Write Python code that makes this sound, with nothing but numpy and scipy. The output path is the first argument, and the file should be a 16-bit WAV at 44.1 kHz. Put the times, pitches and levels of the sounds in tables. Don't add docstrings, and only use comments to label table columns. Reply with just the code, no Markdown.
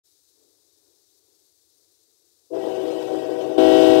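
import sys
import numpy as np
from scipy import signal
from scipy.fft import rfft, irfft
from scipy.io import wavfile
from scipy.ndimage import uniform_filter1d, minimum_filter1d

SR = 44100
rng = np.random.default_rng(int(sys.argv[2]) if len(sys.argv) > 2 else 0)


def master(y):
    cut = np.clip(np.atleast_2d(y).T, -1, 1)
    pcm = np.round(cut * 32767)
    wavfile.write(sys.argv[1], SR, pcm.astype(np.int16))


N = 176400

VALVE_OPEN_S, STEP_UP_S = 2.499, 3.5775
TOP_CUT_HZ = 15700

# f/Hz, density/(dB per Hz)
TRAFFIC_SPECTRUM = [(30, -128), (60, -129), (95, -107), (220, -118), (290, -92), (430, -91.5), (600, -103),
                    (900, -108), (1300, -113), (2800, -115)]
# t/s, level/dB (-75 is unity gain)
TRAFFIC_SWELL = [(0.06, -82.5), (0.28, -82), (0.43, -70), (0.74, -78), (0.88, -71.5), (1.06, -79),
                 (1.32, -73.5), (1.58, -81), (1.86, -76), (1.98, -79), (2.08, -77), (2.45, -77.5)]
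# f/Hz, density/(dB per Hz)
MIC_HISS = [(3000, -114), (3800, -100), (6500, -100), (7400, -102), (8800, -101), (9800, -105),
            (12500, -105), (15400, -110)]
# f/Hz, density/(dB per Hz)
RIGHT_RUMBLE = [(30, -118), (55, -104), (80, -98), (120, -106), (220, -118), (1000, -128)]
# quiet f/Hz, loud f/Hz, quiet level/dB relative to loud, wander/fraction of pitch
HORN_BELLS = [(275.9, 275.1, -20.5, 0.000492), (319.8, 320.05, -17, .0005), (378.4, 378.4, -15, .0007),
              (489.3, 492.3, -13.5, .0013)]
# harmonic number, then level/dB for each of the four bells
BELL_HARMONICS = [(1, -22.5, -11, -11.5, -12.5), (2, -37, -13, -19.5, -34.5), (3, -28.5, -37, -42.5, -53),
                  (4, -37.5, -42.5, -37.5, -55), (5, -38.5, -42.5, -42.5, -58), (6, -50, -43, -46, -56),
                  (7, -42, -45.5, -43, -63), (8, -45, -42.5, -49, -65), (9, -51, -40, -46.5, -74),
                  (10, -37, -42, -46, -51.5), (11, -32, -42.5, -55, -75), (12, -37.5, -40.5, -47.5, -70),
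                  (13, -39, -42.5, -50, -65), (14, -42.5, -64, -49.5, -75), (15, -52, -47, -52, -74),
                  (16, -64, -47.5, -51, -58), (17, -49.5, -60, -75, -74), (18, -68, -52, -67, -74)]
ROLLOFF_START_DB = [-65, -53.5, -65.5, -78]
# f/Hz, loud level/dB, quiet level/dB relative to loud
FAINT_TONES = [(132.6, -43, -6), (191.0, -46, -4), (435.0, -30, -15), (549.5, -38, -5), (710.8, -39, -15)]
# f/Hz, quiet density/(dB per Hz), loud density/(dB per Hz)
AIR_SPECTRA = [(30, -98, -84), (81, -76, -58.5), (206, -73, -62), (290, -63.5, -48), (436, -57, -48),
               (590, -68.5, -51), (847, -66, -61.5), (1190, -82, -74), (1600, -78.5, -70), (2130, -88, -78),
               (2620, -82, -71.5), (3020, -79, -67), (4200, -88, -78.5), (5030, -87.5, -75),
               (5950, -90, -82.5), (7100, -92.5, -84.5), (8400, -88.5, -78.5), (9800, -99, -94.5),
               (11000, -95.5, -86), (12900, -94, -85), (15800, -103, -95)]
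# t/s, peak level/dB
STRONG_POPS = [(2.535, -24), (2.551, -30), (2.572, -23), (2.635, -27), (2.673, -12), (2.78, -19),
               (2.883, -24), (3.084, -15), (3.116, -18.5), (3.148, -16.5), (3.799, -8.5), (3.835, -10)]
# t/s, gain/dB
TREBLE_SWELL = [(2.55, -2), (2.7, -.5), (2.97, 1.5), (3.1, 0.5), (3.3, -1), (3.57, -2), (3.6, -1.5),
                (3.72, 0.5), (3.86, 1.5), (4.0, -.5)]


def from_db(db):
    return 10 ** (np.asarray(db) / 20)


def unit_rms(x):
    return x / np.sqrt(np.mean(x ** 2) + 1e-20)


def seconds():
    return np.arange(N) / SR


def ramp(start_s, length_s):
    return np.clip((seconds() - start_s) / length_s, 0, 1)


def blend(quiet, loud, step_up):
    return quiet + (loud - quiet) * step_up


def butter(order, hz, kind):
    return signal.butter(order, hz, kind, fs=SR, output="sos")


def drift(rate_hz):
    hop, run_in = 40, 2000
    pole = np.exp(-2 * np.pi * rate_hz * hop / SR)
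    white = rng.standard_normal(N // hop + run_in + 2)
    slow = signal.lfilter([1], [1, -2 * pole, pole * pole], white)[run_in:]
    return np.interp(np.arange(N) / hop, np.arange(len(slow)), unit_rms(slow))


def noise(spectrum):
    hz, db = np.transpose(spectrum)
    bins_hz = np.maximum(np.fft.rfftfreq(N, 1 / SR), 1)
    gain = from_db(np.interp(np.log(bins_hz), np.log(hz), db))
    return irfft(rfft(rng.standard_normal(N)) * gain, N) * np.sqrt(SR / 2)


def far_traffic():
    swell = from_db(np.interp(seconds(), *np.transpose(TRAFFIC_SWELL)) + 75)
    return signal.sosfilt(butter(2, 1200, "low"), swell * noise(TRAFFIC_SPECTRUM))


def microphone_hiss():
    white = from_db(-115) * np.sqrt(SR / 2) * rng.standard_normal(N)
    floor = signal.sosfilt(butter(1, [500, 3000], "band"), white)
    flicker = from_db(0.84 * drift(32))
    return floor + flicker * signal.sosfilt(butter(4, 2800, "high"), noise(MIC_HISS))


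def right_channel_floor():
    return from_db(0.5) * noise(RIGHT_RUMBLE) + from_db(-50) * noise(MIC_HISS)


def diaphragm_phase(quiet_hz, loud_hz, wander, step_up):
    overshoot = 0.021 * np.exp(-((seconds() - 2.57) / 0.07) ** 2)
    jitter = blend(0.003, 0.00099, step_up) * drift(50)
    pitch_hz = blend(quiet_hz, loud_hz, step_up) * (1 + overshoot + wander * drift(2.965) + jitter)
    return 2 * np.pi * (np.cumsum(pitch_hz) / SR + rng.random())


def bell(phase, loud_hz, harmonics_db, rolloff_db, step_up):
    age_s = np.maximum(seconds() - VALVE_OPEN_S, 0)
    brighten = (1 - np.exp(-age_s / 0.049)) ** 2
    sheen = from_db(1.5 * (1 - step_up))
    low_depth_db, upper_depth_db = blend(2.75, 0.25, step_up), blend(5.5, 0.5, step_up)
    low_flutter = [from_db(low_depth_db * drift(15)) for _ in range(2)]
    upper_flutter = [from_db(upper_depth_db * np.minimum(drift(18), 2) - 1.5 * (1 - step_up))
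                     for _ in range(9)]
    tone, listed = np.zeros(N), len(harmonics_db)
    for k, (scatter, shift) in enumerate(rng.standard_normal((56, 2)), 1):
        hz = k * loud_hz
        if hz > TOP_CUT_HZ:
            break
        if k <= listed:
            db = harmonics_db[k - 1]
        else:
            db = rolloff_db - 14.5 * np.log2(k / listed) + 4 * scatter
        flutters = upper_flutter if hz > 800 else low_flutter
        gain = from_db(db) * flutters[k % len(flutters)]
        if hz > 700:
            gain *= brighten
        if hz > 4200:
            gain *= sheen
        tone += gain * np.cos(k * phase + 1.04 * shift)
    return tone


def side_tones(step_up):
    tones = np.zeros(N)
    for hz, db, quiet_db in FAINT_TONES:
        phase = 2 * np.pi * np.cumsum(hz * (1 + 0.0044 * drift(11.4))) / SR
        tones += from_db(db + quiet_db * (1 - step_up) + 2.3 * drift(3.5)) * np.sin(phase)
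    return tones


def sputter(step_up):
    pops_per_s = 130
    sizes = from_db(3.5 * np.minimum(rng.exponential(1, N), 2))
    small_kicks = sizes * (rng.random(N) < pops_per_s / SR)
    strong_kicks = np.zeros(N)
    for at_s, db in STRONG_POPS:
        strong_kicks[int(at_s * SR)] = from_db(db)
    dull_band = np.vstack([butter(2, [305, 600], "band"), butter(4, [250, 1100], "band")])
    pop = signal.sosfilt(dull_band, signal.unit_impulse(SR // 20))
    small = from_db(-31) * unit_rms(signal.fftconvolve(small_kicks, pop)[:N])
    strong = signal.fftconvolve(strong_kicks, pop / np.abs(pop).max())[:N]
    return small * (1 - step_up) + strong


def flicker_bands(sound):
    bins_hz, spectrum = np.fft.rfftfreq(N, 1 / SR), rfft(sound)
    centres_hz = np.geomspace(750, 7000, 18)
    bands = [np.interp(bins_hz, centres_hz, row) for row in np.eye(len(centres_hz))]
    result = irfft(spectrum * (bands[0] + bands[-1]), N)
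    for band in bands[1:-1]:
        result += irfft(spectrum * band, N) * unit_rms(from_db(3.5 * drift(16)))
    return result


def air_rush(phases, step_up):
    spectra = np.array(AIR_SPECTRA)
    quiet = from_db(drift(19) - 1.5) * flicker_bands(noise(spectra[:, [0, 1]]))
    loud = from_db(0.5 * drift(11)) * noise(spectra[:, [0, 2]])
    rush = blend(quiet, loud, step_up)
    treble = signal.sosfiltfilt(butter(2, 2000, "high"), rush)
    chop = unit_rms(1 + 0.31 * sum(np.cos(phase) for phase in phases[:-1]))
    return (rush + treble * (chop - 1)) * ramp(VALVE_OPEN_S + 0.02, 0.034)


def air_horn():
    step_up = ramp(STEP_UP_S, length_s=0.003)
    harmonics = np.transpose(BELL_HARMONICS)[1:]
    chord, phases = np.zeros(N), []
    for i, (quiet_hz, loud_hz, quiet_db, wander) in enumerate(HORN_BELLS):
        phase = diaphragm_phase(quiet_hz, loud_hz, wander, step_up)
        tone = bell(phase, loud_hz, harmonics[i], ROLLOFF_START_DB[i], step_up)
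        chord += tone * from_db(quiet_db * (1 - step_up))
        phases.append(phase)
    sound = chord + side_tones(step_up) + air_rush(phases, step_up) + sputter(step_up)
    treble = signal.sosfiltfilt(butter(2, 1800, "high"), sound)
    treble_gain = from_db(np.interp(seconds(), *np.transpose(TREBLE_SWELL)))
    attack = ramp(VALVE_OPEN_S, length_s=0.039) ** 1.43
    return (sound + treble * (treble_gain - 1)) * attack


def scene():
    background = np.array([far_traffic() + microphone_hiss(), right_channel_floor()])
    horn = air_horn()
    return background * ramp(0.035, 0.018) + np.array([horn, from_db(-59) * horn])


def record(dry):
    thinned = signal.sosfilt(butter(1, 30, "high"), dry)
    span = int(0.003 * SR)
    allowed_gain = 1 / np.maximum(np.abs(thinned), 1)
    limited = thinned * uniform_filter1d(minimum_filter1d(allowed_gain, span), span)
    end_taper = ramp(0, 0.002)[::-1]
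    top_cut = signal.ellip(12, 0.1, 80, TOP_CUT_HZ, fs=SR, output="sos")
    return signal.sosfilt(top_cut, limited * end_taper)


dry = scene()
out = record(dry)
master(out)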